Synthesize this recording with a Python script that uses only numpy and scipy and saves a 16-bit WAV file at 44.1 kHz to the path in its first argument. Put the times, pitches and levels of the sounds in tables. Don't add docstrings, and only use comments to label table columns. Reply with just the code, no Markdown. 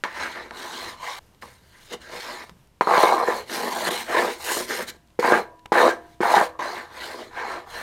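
import sys
import numpy as np
from scipy import signal
from scipy.fft import rfft, irfft
from scipy.io import wavfile
from scipy.ndimage import uniform_filter1d

SR = 44100
rng = np.random.default_rng(int(sys.argv[2]) if len(sys.argv) > 2 else 0)


def digitize_waveform(pressure):
    field = np.atleast_2d(pressure).T
    bounded = np.clip(field, -1, 1)
    quanta = np.round(bounded * 32767).astype(np.int16)
    wavfile.write(sys.argv[1], SR, quanta)


def invert_db(level):
    return 10 ** (np.asarray(level, dtype=float) / 20)


N = 344862

# (frequency [Hz], relative level [dB], t60 [s])
BODY_MODES = [(170, -4.5, 0.061), (242, -0.5, 0.04), (361.6, 3, 0.037), (487, 2.5, 0.037), (659, 2, 0.023),
              (818, 3.5, 0.013), (1016, 5.5, 0.017), (1180, 2, 0.016)]


def evened(x):
    return x / np.sqrt(np.mean(x ** 2) + 1e-20)


def read(points, hz):
    f, value = np.transpose(points)
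    return np.interp(np.log(hz + 1), np.log(f + 1), value)


def peaks_db(peaks, hz):
    return sum(db / (1 + (2 * (hz - f) / width) ** 2) for f, width, db in peaks)


def ring(x, hz, t60):
    r = 10 ** (-3 / (t60 * SR))
    turn = 2 * np.pi * hz / SR
    gain = np.sin(turn) * np.sqrt(2 - 2 * r * r)
    return signal.lfilter([0, gain], [1, -2 * r * np.cos(turn), r * r], x)


def contact(x, width_s):
    push = np.hanning(round(width_s * SR) + 2)
    push = push / push.sum() * np.ones(x.shape[:-1] + (1,))
    return signal.oaconvolve(x, push, axes=-1)[..., :N]


def thin(x, hz):
    return signal.sosfilt(signal.butter(4, hz, "high", fs=SR, output="sos"), x)


def wander(span_s):
    steps = rng.standard_normal(N // 128 + 2)
    width = max(round(span_s * SR / 128), 1)
    smooth = uniform_filter1d(uniform_filter1d(steps, width), width)
    return np.interp(np.arange(N) / 128, np.arange(len(steps)), evened(smooth))


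def coloured(gain_db, patchy_db, flicker_db):
    frames = N // 128 + 5
    real, imaginary, patches = rng.standard_normal((frames, 257, 3)).T
    patches = evened(uniform_filter1d(uniform_filter1d(patches, 5, axis=0), 20, axis=1))
    flicker = evened(uniform_filter1d(rng.standard_normal(frames), size=2))
    level_db = gain_db[:, None] + patchy_db * patches + flicker_db * flicker
    spectra = (real + 1j * imaginary) * invert_db(level_db)
    return evened(signal.istft(spectra, nperseg=512, noverlap=384)[1][:N])


def air():
    # (frequency [Hz], relative density [dB per Hz])
    spectrum = [(12, -44), (20, 10), (37, -20), (53, -2.5), (74, 1), (134, -4.5), (172, -3.5), (255, -9),
                (738, -16), (1000, -15.5), (1220, -19.5), (14700, -33), (16000, -47)]
    # (frequency [Hz], width [Hz], lift [dB])
    murk = [(60.6, 22, 5.5), (83.5, 36, 1.5), (128, 16, 4.5), (2880, 180, 3)]
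    level_db, sway_db = -57, 1.8
    hz = np.fft.rfftfreq(N, 1 / SR)
    gain = invert_db(read(spectrum, hz) + peaks_db(murk, hz))
    noise = evened(irfft(rfft(rng.standard_normal(N)) * gain, N))
    return invert_db(level_db + sway_db * wander(0.081)) * noise


def kitchen(x):
    t60_s, spacing = 0.23, 22
    taps, at = np.zeros(SR // 2), np.arange(200, SR // 2 - spacing, spacing)
    signs = rng.choice([-1., 1.], len(at))
    taps[at + rng.integers(0, spacing, len(at))] = signs * invert_db(-60 * at / SR / t60_s)
    taps = signal.lfilter([1], [1, -.5], taps)
    return signal.oaconvolve(x, taps / np.linalg.norm(taps))[:N]


def ticks():
    # (time [s], level [dB], centre [Hz])
    crumbs = [(0.1044, -42, 2010), (1.3474, -47.5, 3360), (2.495, -32, 3190), (2.5114, -50, 2590),
              (2.6725, -52, 6230), (5.074, -52, 4900), (5.0844, -53, 3210), (5.1038, -51.5, 4020),
              (5.1555, -55, 2020), (5.5933, -43, 2900), (5.659, -24, 2300)]
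    out, t = np.zeros(N), np.arange(300) / SR
    bursts = rng.standard_normal((len(crumbs), len(t)))
    for (s, db, hz), burst in zip(crumbs, bursts):
        decay = invert_db(db - 5.5 - 60 * t / .012)
        out[round(s * SR):][:len(t)] += decay * ring(burst, hz, t60=2.1 / hz)
    return out


def bump():
    start_s, level_db, hz, t60_s = 2.512, -42, 170, .14
    t = np.maximum(np.arange(N) / SR - start_s, 0)
    onset = np.minimum(t / 0.0035, 1)
    return invert_db(level_db - 60 * t / t60_s) * np.sin(2 * np.pi * hz * t) * onset


def wall():
    # (frequency [Hz], relative level [dB], t60 [s])
    wall_modes = [(322, -3, 1.2), (495, 0.5, 0.2), (646, -10, 0.39), (694, -1.5, 0.74), (720, -4, 0.43),
                  (980, -11.5, 1.44), (1020, -9, 0.17), (1370, 5, 0.2), (1610, 1, 0.46), (1715, 3, 0.3),
                  (1803, -5, 0.5)]
    # (time [s], level [dB], favoured mode [Hz], its lift [dB], damped at [s])
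    lifts = [(4.9, -59, 694, 1, 5.19), (5.39, -47.5, 980, 14, 5.72), (5.921, -44, 694, 5.5, 6.21),
             (6.44, -46, 495, 17, 6.6)]
    out = np.zeros(N)
    for s, db, favoured_hz, lift_db, end in lifts:
        t = np.arange(round((end - s) * SR)) / SR
        tones = np.zeros(len(t))
        for hz, mode_db, t60 in wall_modes:
            favour_db = lift_db / (1 + ((hz - favoured_hz) / 20) ** 2)
            decay = invert_db(mode_db + favour_db - 60 * t / t60)
            tones += decay * np.sin(2 * np.pi * (hz * t + rng.random()))
        fade = np.minimum(1, np.minimum(t / 0.0085, (t[-1] - t) / 0.0046))
        out[round(s * SR):][:len(t)] += invert_db(db) * tones * fade
    return out


def powder(coarse, fine, cracks):
    # (frequency [Hz], relative density [dB per Hz])
    spectrum = [(880, -34.5), (1500, -2.5), (2120, -1.5), (2610, -14.5), (4080, -4), (4780, -6.5),
                (8920, -14.5), (12100, -18.5), (16000, -22)]
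    # (frequency [Hz], width [Hz], lift [dB])
    resonances = [(2880, 830, 10), (3650, 90, 1), (3750, 90, 4), (4146, 310, 6), (5380, 150, 1),
                  (6700, 670, 3), (9060, 1100, 5), (11980, 1000, 6)]
    hz = np.fft.rfftfreq(512, 1 / SR)
    gain_db = read(spectrum, hz) + peaks_db(resonances, hz)
    upper = np.clip(1 / (1 + (6500 / (hz + 1)) ** 8), 1e-5, 1 - 1e-5)
    puffs = signal.lfilter([1], [1, -np.exp(-1 / (0.0021 * SR))], cracks)
    lower_hiss = coloured(gain_db + 10 * np.log10(1 - upper), patchy_db=3.5, flicker_db=-1.5)
    upper_hiss = coloured(gain_db + 10 * np.log10(upper), patchy_db=2.5, flicker_db=1.2)
    return (coarse + invert_db(-30.5) * puffs) * lower_hiss + (fine + invert_db(-72) * puffs) * upper_hiss


def hops(speed):
    hops_per_s, hop_s, mean_hop_db = 12, 0.0011, -11
    big_hop_at_s, big_hop_s, big_hop_db = 3.899, .005, -20
    chance = hops_per_s / SR * np.minimum(speed / invert_db(-34), 1)
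    depth = (rng.random(N) < chance) * rng.exponential(1, N)
    dip = np.exp(-(np.arange(-400, 401) / SR / hop_s) ** 2)
    big_dip = np.exp(-((np.arange(N) / SR - big_hop_at_s) / big_hop_s) ** 2)
    return invert_db(mean_hop_db * signal.oaconvolve(depth, dip, "same") + big_hop_db * big_dip)


def hand():
    # (time [s], pressure as judder level [dB], speed as hiss level [dB])
    strokes = [
        [(0.042, -20, -38.5), (0.054, -28, -44), (0.09, -43, -52), (0.234, -32.5, -34.5), (0.292, -36, -43.5),
         (0.334, -46.5, -43), (0.368, -35, -47.5), (0.44, -38.5, -51.5), (0.5, -51, -56)],
        [(0.5, -56, -56), (0.51, -34, -57), (0.53, -40.5, -51.5), (0.6, -38, -39), (0.89, -36, -37.5),
         (0.97, -48, -55.5)],
        [(0.97, -48, -56), (1.048, -30.5, -36.5), (1.056, -34, -40), (1.078, -30, -37), (1.168, -38.5, -39.5),
         (1.19, -37, -39.5)],
        [(1.41, -78, -80), (1.416, -53, -51), (1.43, -39, -50.5), (1.544, -62, -57.5), (1.6, -69, -66.5),
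         (1.88, -57, -53)],
        [(1.88, -57, -56), (1.936, -29, -32), (1.978, -58.5, -68), (2.0, -48, -77)],
        [(2.0, -53, -64), (2.01, -55, -49), (2.082, -50, -50.5), (2.134, -35, -41), (2.202, -42.5, -38),
         (2.3, -34, -41.5), (2.33, -37.5, -40), (2.44, -40.5, -46.5)],
        [(2.44, -47, -48), (2.448, -56, -54), (2.5, -51, -61), (2.56, -90, -95)],
        [(2.815, -10, -41), (2.831, -39, -45), (2.865, -39, -48), (2.871, -19, -41.5), (3.029, -15, -26.5),
         (3.039, -12, -29.5), (3.065, -16.5, -32.5), (3.239, -19.5, -43.5), (3.253, -32, -44),
         (3.275, -21, -39), (3.393, -31, -39.5), (3.46, -56.5, -62)],
        [(3.46, -55, -59), (3.506, -35.5, -39.5), (3.538, -30.5, -31.5), (3.67, -24.5, -37),
         (3.674, -28.5, -36.5), (3.86, -28, -32.5), (3.872, -24.5, -29), (4.018, -34, -34.5), (4.06, -47, -47)],
        [(4.06, -47, -45), (4.1, -26, -36.5), (4.188, -21, -31), (4.304, -27, -37), (4.33, -36.5, -36),
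         (4.38, -47, -49.5)],
        [(4.38, -45.5, -52.5), (4.444, -38, -35), (4.516, -25.5, -28.5), (4.522, -32, -26.5),
         (4.608, -29.5, -32.5), (4.66, -49, -45.5)],
        [(4.66, -46, -49), (4.702, -28, -33), (4.784, -34, -33), (4.792, -26.5, -34), (4.828, -38, -37.5),
         (4.86, -53, -55)],
        [(4.86, -48, -59), (4.884, -40, -34.5), (4.902, -49, -34.5), (4.922, -51, -67), (4.97, -57, -64.5)],
        [(5.195, -27, -34.5), (5.211, -42, -40.5), (5.237, -18.5, -36.5), (5.331, -18.5, -33),
         (5.389, -20, -39), (5.431, -43.5, -56), (5.537, -52, -100), (5.6, -67, -68)],
        [(5.724, -14.5, -31), (5.734, -25, -38), (5.752, -19, -37), (5.79, -15.5, -30), (5.888, -15, -33.5),
         (5.896, -28.5, -34), (5.994, -46.5, -68), (6.15, -64, -65)],
        [(6.208, -19, -44), (6.222, -37, -40), (6.232, -19.5, -38.5), (6.344, -15, -31), (6.358, -13, -30),
         (6.422, -17.5, -35), (6.46, -38.5, -40), (6.58, -49, -102)],
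        [(6.59, -36, -47), (6.594, -28, -42), (6.646, -28, -40), (6.78, -33.5, -41.5), (6.9, -50, -59.5)],
        [(6.9, -48, -60), (6.958, -42.5, -45.5), (7.042, -37.5, -39), (7.216, -35, -47.5), (7.3, -51, -58)],
        [(7.3, -49, -64), (7.372, -32, -48), (7.526, -29.5, -41.5), (7.598, -37, -50), (7.66, -48, -64)],
        [(7.66, -42, -61), (7.692, -42, -49), (7.722, -41, -44), (7.768, -33.5, -41), (7.82, -38, -41.5)],
    ]
    # (ringing from [Hz], to [Hz], rasp offset [dB], fine hiss offset [dB],
    # weight on the pan floor as lift of the lowest modes [dB])
    paths = [(1130, 450, 9.5, -11.5, 1), (775, 1050, 3, -10, 12), (950, 1000, -2, -11, -26),
             (890, 930, 3.5, -5.5, 17), (470, 420, -9.5, -10, 5), (544, 960, 5, -10.5, 8.5),
             (790, 430, 3, -6, 0), (1050, 430, 4.5, -5.5, -10), (700, 840, -2, -3.5, 14),
             (700, 340, 5.5, -6.5, -5), (760, 250, -2, 0, -3), (375, 560, 5, -3.5, 5),
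             (555, 520, -5, -4.5, 16), (834, 570, 5, -5.5, 6.5), (860, 260, 6.5, -7, -1.5),
             (820, 480, 6, -5, -27), (865, 890, 4.5, -12, 1), (1000, 370, 1.5, -9, 10.5),
             (834, 670, 8, -11.5, 0), (890, 710, 3.5, -9, -10)]
    rasp_from_pressure = 0.42
    rasp_db_per_octave = 3
    fine_per_speed, usual_speed_db = 0.95, -46.5
    t = np.arange(N) / SR
    gains, centre_hz, weight_db = np.zeros((4, N)), np.full(N, 700.), np.zeros(N)
    for rows, (from_hz, to_hz, rasp_offset_db, fine_offset_db, heft_db) in zip(strokes, paths):
        s, pressure, speed = np.transpose(rows)
        on = slice(round(s[0] * SR), round(s[-1] * SR))
        pressure_db = np.interp(t[on], s, pressure)
        speed_db = np.interp(t[on], s, speed)
        hz = np.interp(t[on], s[[0, -1]], [from_hz, to_hz])
        rasp_db = rasp_offset_db + rasp_db_per_octave * np.log2(hz / np.sqrt(from_hz * to_hz))
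        rasp_db += rasp_from_pressure * pressure_db + (1 - rasp_from_pressure) * speed_db
        fine_db = fine_offset_db + usual_speed_db + fine_per_speed * (speed_db - usual_speed_db)
        gains[:, on] = invert_db(np.array([pressure_db, rasp_db, speed_db, fine_db]))
        centre_hz[on], weight_db[on] = hz, heft_db
    gains = uniform_filter1d(gains, 150, axis=1)
    gains[2:] *= invert_db(-2.2 * np.maximum(wander(.003), 0) ** 2)
    gains[1:] *= hops(gains[2])
    return gains, centre_hz, weight_db


def slips(per_s, spread_db, grit):
    size = invert_db(spread_db * np.minimum(rng.exponential(1, N), 3)) * rng.choice([-1., 1.], N)
    sparse = evened(size * (rng.random(N) < per_s / SR))
    return evened((1 - grit) * sparse + grit * rng.standard_normal(N))


def near(modes, centre_hz, fall_db, drift_db=0):
    shares = []
    for hz, db, _ in modes:
        octaves = np.log2(hz / centre_hz)
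        shares.append(invert_db(db - fall_db * np.maximum(octaves, -1.8 * octaves)))
    share = np.array(shares) * invert_db(drift_db)
    return share / np.sqrt((share ** 2).sum(0))


def knocks():
    # (time [s], level [dB], favoured pitch [Hz], crack re level [dB])
    blows = [(0.037, -12, 1260, 2), (0.508, -27, 912, 2), (1.423, -39.5, 930, 11), (1.92, -24, 468, -10.5),
             (2.505, -44, 175, -21), (2.809, 2.5, 980, -15), (2.871, 0.5, 1100, -34),
             (2.893, -18, 1180, -17), (2.944, -5, 1100, -22), (2.978, -2, 675, -17),
             (3.035, -5, 490, -12.5), (3.138, -19.5, 850, -28), (3.232, -13, 643, -25),
             (3.283, -5.5, 483, -33), (3.496, -26, 1250, 3), (3.888, -10, 355, -26.5),
             (4.098, -19, 328, -22), (4.195, -8.5, 487, -14.5), (4.569, -10.5, 484, -22),
             (5.19, -3, 365, -24.5), (5.227, -9, 1050, -28), (5.246, -4.5, 1030, -32), (5.321, 1, 925, -22),
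             (5.354, -7.5, 646, -20), (5.656, -29.5, 700, -12), (5.719, 1, 560, -24), (5.772, -9, 860, -17),
             (5.792, -19, 1090, -17), (5.817, -11, 872, -8), (5.834, -12, 659, -26),
             (6.204, -4.5, 317, -24), (6.232, -6.5, 810, -20), (6.36, -13, 1050, -28),
             (6.412, 0, 1030, -49), (6.591, -22, 1130, -21), (7.346, -30, 970, -20)]
    low, high = np.zeros((len(BODY_MODES), N)), np.zeros(N)
    places = rng.standard_normal((len(blows), len(BODY_MODES)))
    for (s, level_db, hz, crack_db), place in zip(blows, places):
        at = round((s + 0.0009) * SR)
        low[:, at] += invert_db(level_db + 12) * near(BODY_MODES, hz, fall_db=10.5, drift_db=8.0 * place)
        high[at] += invert_db(level_db + crack_db + 18)
    low = low + 0.42 * np.roll(low, round(0.00216 * SR), axis=1)
    high = high + 0.24 * np.roll(high, round(0.00221 * SR))
    return contact(low, 0.00075), contact(high, 0.00005)


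def pan():
    # (frequency [Hz], relative level [dB], t60 [s])
    edge_modes = [(1390, -11.5, 0.033), (1612, 1, 0.021), (1788, 1, 0.017), (1966, -4.5, 0.013),
                  (2155, -8, 0.031)]
    (judder, rasp, coarse, fine), centre_hz, weight_db = hand()
    low, high = knocks()

    catch_share, catch_from_db = .55, -24
    drag = contact(slips(450, spread_db=3, grit=0.38), 0.0001)
    catches = contact(slips(190, spread_db=2.5, grit=0), 0.00024)
    catches = evened(catches) * np.std(drag)
    catching = catch_share * judder ** 2 / (judder ** 2 + invert_db(catch_from_db) ** 2)
    friction = np.sqrt(1 - catching) * drag + np.sqrt(catching) * catches

    drift_db = np.array([1.85 * wander(0.034) + weight_db / (1 + (hz / 330) ** 4) for hz, _, _ in BODY_MODES])
    pushes = judder * friction * near(BODY_MODES, centre_hz, fall_db=5.0, drift_db=drift_db)
    body, blows = np.zeros(N), np.zeros(N)
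    for k, (hz, _, t60) in enumerate(BODY_MODES):
        body += ring(pushes[k], hz, t60) * (-1) ** k
        blows += ring(low[k], hz, t60)

    scrape = rasp * (.5 * friction + 0.56 * evened(rng.standard_normal(N)))
    edge = np.zeros(N)
    for hz, db, t60 in edge_modes:
        uneven_scrape = scrape * invert_db(5.5 * wander(0.052))
        edge += invert_db(db - 12.0) * ring(uneven_scrape + high, hz, t60)
    stirring = body + edge + powder(coarse, fine, high)
    return thin(stirring, hz=181.5) + thin(blows, hz=180) + wall() + bump()


def scene():
    close = pan()
    close = close + invert_db(-15.5) * kitchen(close)
    hush_from_s, hush_to_s = 1.193, 1.41
    close[round(hush_from_s * SR):round(hush_to_s * SR)] = 0
    return (close + ticks() + air())[None]


def top_cut(x):
    return signal.sosfilt(signal.butter(12, 15950, fs=SR, output="sos"), x)


def record(dry):
    return top_cut(dry)


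dry = scene()
out = record(dry)
digitize_waveform(out)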